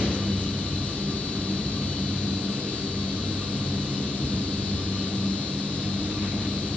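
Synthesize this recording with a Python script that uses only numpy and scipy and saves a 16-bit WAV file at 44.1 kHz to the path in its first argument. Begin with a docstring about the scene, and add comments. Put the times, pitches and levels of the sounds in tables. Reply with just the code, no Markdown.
"""A film blowing machine in a factory hall, close to a hand-held two-port microphone. At the start a loud bang
dies away in the hall. Throughout, blower air rushes through ducts, a jet whistles, two motors beat, fans and
hums waver, drive windings whine, a dry roller chirps. Plastic film rustles faintly in the first 1.5 s. Dull
knocks ring the casing at 1.8 s and twice near 4.3 s. The film rustles again just after 6 s."""
import sys
import numpy as np
from scipy import signal
from scipy.fft import rfft, irfft
from scipy.io import wavfile

SR = 44100
rng = np.random.default_rng(int(sys.argv[2]) if len(sys.argv) > 2 else 0)


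def wrap_up_sound(samples):
    """Save the sound to the file named by the first command line argument, as 16-bit audio."""
    columns = np.atleast_2d(samples).T
    # keep every value between -1 and 1, then stretch to whole-number steps
    tamed = np.clip(columns, -1, 1)
    steps = np.round(tamed * 32767).astype(np.int16)
    wavfile.write(sys.argv[1], SR, steps)


N = 298116
TIME_S, FREQS_HZ = np.arange(N) / SR, np.fft.rfftfreq(N, 1 / SR)


def gain(db):
    """dB to amplitude factor."""
    return 10 ** (np.asarray(db) / 20)


def over_time(table):
    """Columns after the first, interpolated over time."""
    times_s, *columns = np.transpose(table)
    return [np.interp(TIME_S, times_s, column) for column in columns]


def over_freq(table, hz=FREQS_HZ):
    """Columns after the first, interpolated over log frequency."""
    points_hz, *columns = np.transpose(table)
    return [np.interp(np.log(hz + 1), np.log(points_hz + 1), column) for column in columns]


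def drift(rate_hz):
    """Low-passed random curve, rms 1."""
    lowpass = np.exp(-(FREQS_HZ / rate_hz) ** 2) * (FREQS_HZ > 0)
    curve = irfft(rfft(rng.standard_normal(N)) * lowpass, N)
    return curve / np.sqrt(np.mean(curve ** 2) + 1e-20)


def tone(hz, phase_rad=0):
    """Sine of rms 1; hz is a constant or a curve."""
    return np.sqrt(2) * np.sin(2 * np.pi * np.cumsum(np.broadcast_to(hz, N)) / SR + phase_rad)


# Noise between the ports: f/Hz, right minus left/dB, coherence, left lead/rad
PORT_FIELD = [(60, -.5, .998, 0), (180, -1.5, 0.96, 0), (297, 0, 0.99, 0), (440, -3.5, 0.95, 0),
              (950, -2, 0.85, 0.57), (1370, -2, 0.84, -0.8), (2220, -1.9, 0.69, -0.5), (3300, -5, 0.6, .5),
              (4320, -9, 0.2, 1.5), (5400, -6.5, 0.23, 3.5), (6660, -6.5, 0.81, 2.5), (8650, -0.5, 1, 2.5)]

def port_noise(db_per_hz):
    """Shaped noise, partly coherent between the two ports."""
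    right_db, coherence, lead_rad = over_freq(PORT_FIELD)
    coherence = np.clip(coherence, 0, 1)
    left, independent = rfft(rng.standard_normal((2, N)))
    right = coherence * left + np.sqrt(1 - coherence ** 2) * independent
    right *= gain(right_db) * np.exp(-1j * lead_rad)
    return irfft(np.array([left, right]) * gain(db_per_hz), N) * np.sqrt(SR / 2)


# Hall reverberation: f/Hz, initial density/(dB per Hz), t60/s
BANG_BANDS = [(25, -79, 1.2), (76.5, -48.5, 1.4), (250, -48, 1.3), (450, -52, 1.17), (850, -69, 1.4),
              (1500, -70.5, 1.8), (2720, -70, 1.5), (4300, -66.5, 1), (6200, -72, 1.1), (8400, -100, .8)]

def bang():
    """Diffuse tail of a heavy blow; each band decays at its own rate."""
    noise = port_noise(over_freq(BANG_BANDS)[0])
    band_hz, frame_s, spectra = signal.stft(noise, SR, nperseg=1024)
    _, t60_s = over_freq(BANG_BANDS, band_hz)
    decay = gain(-60 * frame_s / t60_s[:, None])
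    return signal.istft(spectra * decay, SR, nperseg=1024)[1][:, :N]


# Base air spectrum, left port: f/Hz, density/(dB per Hz)
AIR_SPECTRUM = [(25, -91), (45, -72.5), (72, -58.5), (125, -56), (170, -60), (350, -62), (560, -70.5),
                (900, -77.5), (2000, -79.5), (3100, -75), (3900, -69.5), (5500, -75.5), (7300, -81),
                (8500, -100)]
# Duct and panel resonances: f/Hz, width/Hz, lift/dB
DUCT_MODES = [(206.4, 40, 7), (279, 17.7, 7.5), (308.2, 23.7, 5.5), (432, 35, 2), (696, 78, 2.5),
              (1170, 80, 4), (1420, 250, 1.5), (2666, 36, 5.5), (2974, 40, 3.5), (3733, 90, 2.5),
              (4234, 85, 8), (5170, 150, 3)]
# Excitation: t/s, rumble gain/dB, low duct gain/dB, high duct gain/dB
AIR_DRIVE = [(0, -1, 1.5, -6), (.8, 3.5, -0.5, 1.5), (1.5, 0.5, 1, 1.5), (2.1, 3, 1.5, -2),
             (2.6, -8, 2, -6), (3.0, 2.5, -1, -5.5), (3.4, 0, 2.5, 1), (4, 0, 1.5, 0.5), (4.8, 6, 1, 4.5),
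             (5.2, -7, 1, 2.5), (5.7, -0.5, -1, 3.5), (6.1, -2, 3, 3), (6.76, -2, 0, 0)]

def blower(gust_db=0.19, flutter_db=1.1):
    """Rushing air over a deep rumble feeds the duct resonances unevenly."""
    rumble_db, drone_db, whistle_db = over_time(AIR_DRIVE)
    air_db, = over_freq(AIR_SPECTRUM)
    lift_db = sum(db / (1 + (2 * (FREQS_HZ - hz) / width_hz) ** 4) for hz, width_hz, db in DUCT_MODES)
    ring_db = air_db + 10 * np.log10(np.maximum(gain(lift_db) ** 2 - 1, 1e-9))  # power above the rush
    deep, high = FREQS_HZ < 90, FREQS_HZ > 3000
    rush = port_noise(np.where(deep, -np.inf, air_db)) * gain(gust_db * drift(7.2))
    rumble = port_noise(np.where(deep, air_db, -np.inf)) * gain(rumble_db)
    drone = port_noise(np.where(high, -np.inf, ring_db)) * gain(drone_db)
    whistle = port_noise(np.where(high, ring_db, -np.inf)) * gain(whistle_db + flutter_db * drift(7.8))
    return rush + rumble + drone + whistle


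# Air spurts: centre t/s, half length/s, boost/dB
JET_SPURTS = [(1.08, .06, 6), (2.62, .13, 7), (3.35, .1, 3), (3.96, .04, 8), (5.3, .15, 7), (5.8, .11, 7),
              (6.57, .06, 7)]

def air_whistle(base_db=-53, pitch_hz=5066, scatter_hz=13, rough_db=2, right_db=-13, lead_rad=0.98):
    """A jet at the cooling ring sings on an unsteady pitch and swells in spurts."""
    swell_db = sum(db * np.exp(-((TIME_S - at_s) / half_s) ** 2) for at_s, half_s, db in JET_SPURTS)
    level_db = base_db + swell_db + rough_db * drift(50)
    hz = pitch_hz + scatter_hz * drift(40)
    return gain(level_db) * np.array([tone(hz, lead_rad), gain(right_db) * tone(hz)])


# Throbbing orders: order, main level/dB, twin level/dB, swell t/s
MOTOR_BEATS = [(2, -39.5, -41, 0.54), (3, -50.5, -43, 0.88), (4, -39, -43, 0.2)]
# Mains hum beating with the main motor: order, level/dB, swell t/s
HUM_BEATS = [(2, -48, 0.32), (4, -42.5, .053)]
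# Faint orders: order, main level/dB, twin level/dB, mains level/dB
FAINT_ORDERS = [(1, -60, -55.5, -70), (5, -58, -57, -69.5), (6, -61, -54, -52.5), (10, -56.5, -63.5, -69),
                (12, -62.5, -69.5, -70)]
# Main motor, eighth order: t/s, level/dB
EIGHTH_ORDER = [(0, -57), (.45, -40.5), (.75, -58), (1.0, -42), (1.6, -45.5), (2.05, -55.5), (2.55, -53),
                (2.85, -39), (3.3, -51), (3.9, -45.5), (5.35, -47), (5.7, -53), (6.76, -47.5)]

def motors(main_hz=48.977, twin_hz=48.628, mains_hz=49.982, sway_db=1.0, waver_db=2.5):
    """Two motors slip behind the mains by different amounts, so their orders beat."""
    hum, phases_rad = np.zeros(N), rng.uniform(0, 2 * np.pi, 16)

    def partial(order, hz, swell_s=0):
        """In phase with the main motor's order at swell_s."""
        offset_rad = 2 * np.pi * order * (main_hz - hz) * swell_s
        return tone(order * hz, phases_rad[round(order)] + offset_rad)

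    for order, main_db, twin_db, swell_s in MOTOR_BEATS:
        hum += gain(main_db + sway_db * drift(2.5)) * partial(order, main_hz)
        hum += gain(twin_db) * partial(order, twin_hz, swell_s)
    for order, db, swell_s in HUM_BEATS:
        hum += gain(db) * partial(order, mains_hz, swell_s)
    for order, *levels_db in FAINT_ORDERS:
        for hz, db in zip((main_hz, twin_hz, mains_hz), levels_db):
            hum += gain(db + waver_db * drift(3)) * tone(order * hz, rng.uniform(0, 2 * np.pi))
    eighth_db, = over_time(EIGHTH_ORDER)
    wavering_hz = main_hz * (1 + .002 * drift(2.02))
    return hum + gain(eighth_db) * tone(8 * wavering_hz)


# Other fans and motors: f/Hz, level/dB
FAN_TONES = [(69.5, -50.5), (278, -46), (320, -52.5), (525, -61), (633, -60.5), (716, -67.5), (1024, -66),
             (1073, -62.5), (1079, -63.5)]

def fans(waver_db=2.5, flutter_hz=1.58):
    """Fan and motor tones, unsteady in level and pitch."""
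    hum = np.zeros(N)
    for hz, db in FAN_TONES:
        level_db = db + waver_db * drift(3)
        hum += gain(level_db) * tone(hz + flutter_hz * drift(5.03), rng.uniform(0, 2 * np.pi))
    return hum


# Wavering hums: t/s, low hum level/dB, high hum level/dB
HUM_SWELLS = [(0, -39, -41), (.9, -43, -43), (1.4, -42.5, -38), (2.2, -36.5, -39), (2.55, -53, -44),
              (3.2, -51, -45), (3.5, -40, -39), (3.95, -37, -47.5), (4.4, -38, -33.5), (4.75, -46, -40.5),
              (4.95, -49, -34), (5.55, -47, -37), (6.76, -47, -37)]

def wavering_hums(low_hz=138.2, high_hz=196, waver_db=2):
    """Two hums flutter in pitch, swell and fade."""
    pitches_hz = (low_hz + 1.3 * drift(4.95), high_hz + 3.52 * drift(7.8))
    levels_db = over_time(HUM_SWELLS)
    return sum(gain(db + waver_db * drift(4)) * tone(hz) for db, hz in zip(levels_db, pitches_hz))


# Switching tones: f/Hz, left start level/dB, left end level/dB, right minus left/dB, left lead/rad
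STEADY_TONES = [(2991, -55, -70, -3, .3), (3243, -57, -57, -7, .5), (3418, -56, -56, -11, .6),
                (3500, -55, -55, -4, .6), (3581, -60, -60, -1, .6), (3594, -55, -51, -9, 2.6),
                (3797, -58, -58, -8, .5), (3924, -58, -58, -5, .5), (3948, -51, -53, -5, .2),
                (4040, -56, -56, -9, 2), (4052, -46, -43, -14, 3), (4076, -55, -55, -8, 2),
                (4122, -54, -53, -4, 1.5), (4146, -56, -56, -13, 2), (4406, -46, -47, -11, -2.5),
                (4418, -58, -58, -9, 2), (4513, -56, -57, -5, 2), (4589, -61, -61, -9, 2),
                (5202, -62, -62, -6, 3), (5922, -64, -64, -7, 3), (6485, -60, -60, -10, 3),
                (7994, -66, -66, -5, 3), (8006, -66, -66, -5, 3)]
# Strongest switching tones: f/Hz, right minus left/dB, left lead/rad
STRONG_TONES = [(2972, -3, .3), (3877, -9, .4), (3959, -9, -.3), (4000, -5, 1.8), (4500, -16, 1.7)]
# Standing waves at the left port, one curve per strong tone: t/s, level/dB
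STRONG_CURVES = [
    [(0, -48), (.75, -51.5), (1.0, -69.5), (1.7, -68), (1.95, -49), (2.5, -61), (3.5, -63), (3.9, -50.5),
     (4.4, -61), (5, -53), (5.6, -64), (6.76, -66)],
    [(0, -47), (1.4, -56), (2.1, -66), (2.9, -46.5), (3.6, -44.5), (4.3, -48), (6.4, -43.5), (6.76, -51)],
    [(0, -43), (1.9, -45.5), (2.4, -42), (3.7, -47.5), (5, -46.5), (5.8, -47), (6.76, -45.5)],
    [(0, -49), (.8, -46), (1.9, -43), (2.6, -50), (4.3, -52.5), (4.85, -66), (5.2, -55), (5.9, -53),
     (6.3, -45), (6.76, -47)],
    [(0, -42), (2.5, -40.5), (3.5, -41), (4.2, -45), (4.55, -41), (5.2, -46.5), (6.05, -46.5),
     (6.76, -41.5)],
]

def drives(steady_trim_db=0.5, strong_trim_db=0.57, waver_db=2.0, strong_waver_db=1.1, jitter_hz=0.57):
    """Windings sing at the drives' switching tones; the ports sway through their standing waves."""
    tones = [(hz, steady_trim_db + np.linspace(start_db, end_db, N), waver_db, right_db, lead_rad)
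             for hz, start_db, end_db, right_db, lead_rad in STEADY_TONES]
    for (hz, right_db, lead_rad), curve in zip(STRONG_TONES, STRONG_CURVES):
        tones.append((hz, strong_trim_db + over_time(curve)[0], strong_waver_db, right_db, lead_rad))
    left, right = np.zeros((2, N))
    for hz, db, left_waver_db, right_db, lead_rad in tones:
        pitch_hz = hz + jitter_hz * drift(5.7)
        phase_rad = rng.uniform(0, 2 * np.pi)
        left_db = db + left_waver_db * drift(3.6)
        left += gain(left_db) * tone(pitch_hz, phase_rad + lead_rad + .3 * drift(1.5))
        right += gain(db + right_db + waver_db * drift(5.4)) * tone(pitch_hz, phase_rad)
    return np.array([left, right])


# Rubbing strength: t/s, relative level/dB
ROLLER_RUB = [(.2, -37.5), (.5, -43.5), (1.15, -39.5), (1.75, -38.5), (2.15, -54), (2.75, -44.5),
              (3.4, -38.5), (3.7, -47), (4.1, -45), (4.55, -52), (4.85, -38), (5.3, -42), (5.85, -46),
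              (6.2, -41), (6.45, -49), (6.76, -44)]

def roller(turn_s=.2287, chirp_at_s=.222, half_s=.022, pitch_hz=1174, scatter_hz=18, trim_db=-7.0):
    """A dry roller squeaks roughly once a turn, with uneven chatter between."""
    from_chirp_s = (TIME_S - chirp_at_s + turn_s / 2) % turn_s - turn_s / 2
    chirps = np.exp(-(from_chirp_s / half_s) ** 2)
    chatter = np.minimum(gain(-11 + 5 * drift(15)), 1)
    rub_db, = over_time(ROLLER_RUB)
    squeak = tone(pitch_hz + scatter_hz * drift(80)) * gain(trim_db + 2.5 * drift(50))
    return gain(rub_db) * np.maximum(chirps, chatter) * squeak


# Rustles: centre t/s, half length/s, peak density/(dB per Hz), centre f/Hz, width/octaves
FILM_RUSTLES = [(0.15, 0.017, -74, 6000, 0.21), (.44, .03, -74, 5900, 0.22), (.88, 0.044, -78, 5500, 0.23),
                (1.383, 0.033, -76, 1400, 0.27), (6.134, .04, -78.5, 1400, 0.98),
                (6.258, 0.028, -74, 900, 1), (6.273, 0.084, -75.5, 2300, .3), (6.375, 0.032, -67, 560, .5),
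                (6.449, .025, -75.5, 1400, 1)]

def film(grain_db=2):
    """Short, grainy swishes of plastic sheet."""
    swishes = np.zeros((2, N))
    for at_s, half_s, db, hz, width_oct in FILM_RUSTLES:
        band = port_noise(db - 4.0 * (np.log2((FREQS_HZ + 1) / hz) / width_oct) ** 2)
        swishes += band * np.exp(-((TIME_S - at_s) / half_s) ** 2 / 2)
    return swishes * gain(grain_db * drift(70))


# Blows on the casing: t/s, level/dB
BLOWS = [(1.843, -26), (4.241, -20.5), (4.333, -19.5)]
# Casing modes: f/Hz, gain/dB, t60/s
CASING_MODES = [(76.4, -5, .18), (107, -3, 0.15), (166, -10.5, 0.15), (232, -5.5, 0.15)]

def knocks(highpass_hz=65):
    """Soft blows ring the low modes of the casing, which cannot radiate deep bass."""
    ring = np.zeros(N)
    for at_s, blow_db in BLOWS:
        age_s = np.maximum(TIME_S - at_s, 0)
        for hz, mode_db, t60_s in CASING_MODES:
            ring += gain(blow_db + mode_db - 60 * age_s / t60_s) * np.sin(2 * np.pi * hz * age_s)
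    return signal.sosfilt(signal.butter(3, highpass_hz, "high", fs=SR, output="sos"), ring)


def pan(mono, right_db):
    """Mono to stereo, left at unity."""
    return mono * gain([[0], [right_db]])


def scene():
    """The running machine and the brief sounds around it."""
    machine = blower() + air_whistle()
    machine += pan(motors() + fans(), right_db=-1.26)
    machine += pan(wavering_hums(), right_db=-1.2)
    machine += drives()
    machine += pan(roller(), right_db=-3.0)
    return bang() + machine + film() + knocks()


def record(dry, cutoff_hz=8650):
    """Steep low-pass band limit."""
    lowpass = signal.firwin(601, cutoff_hz, window=("kaiser", 9), fs=SR)
    return signal.oaconvolve(dry, lowpass[None], "same")


dry = scene()
out = record(dry)
wrap_up_sound(out)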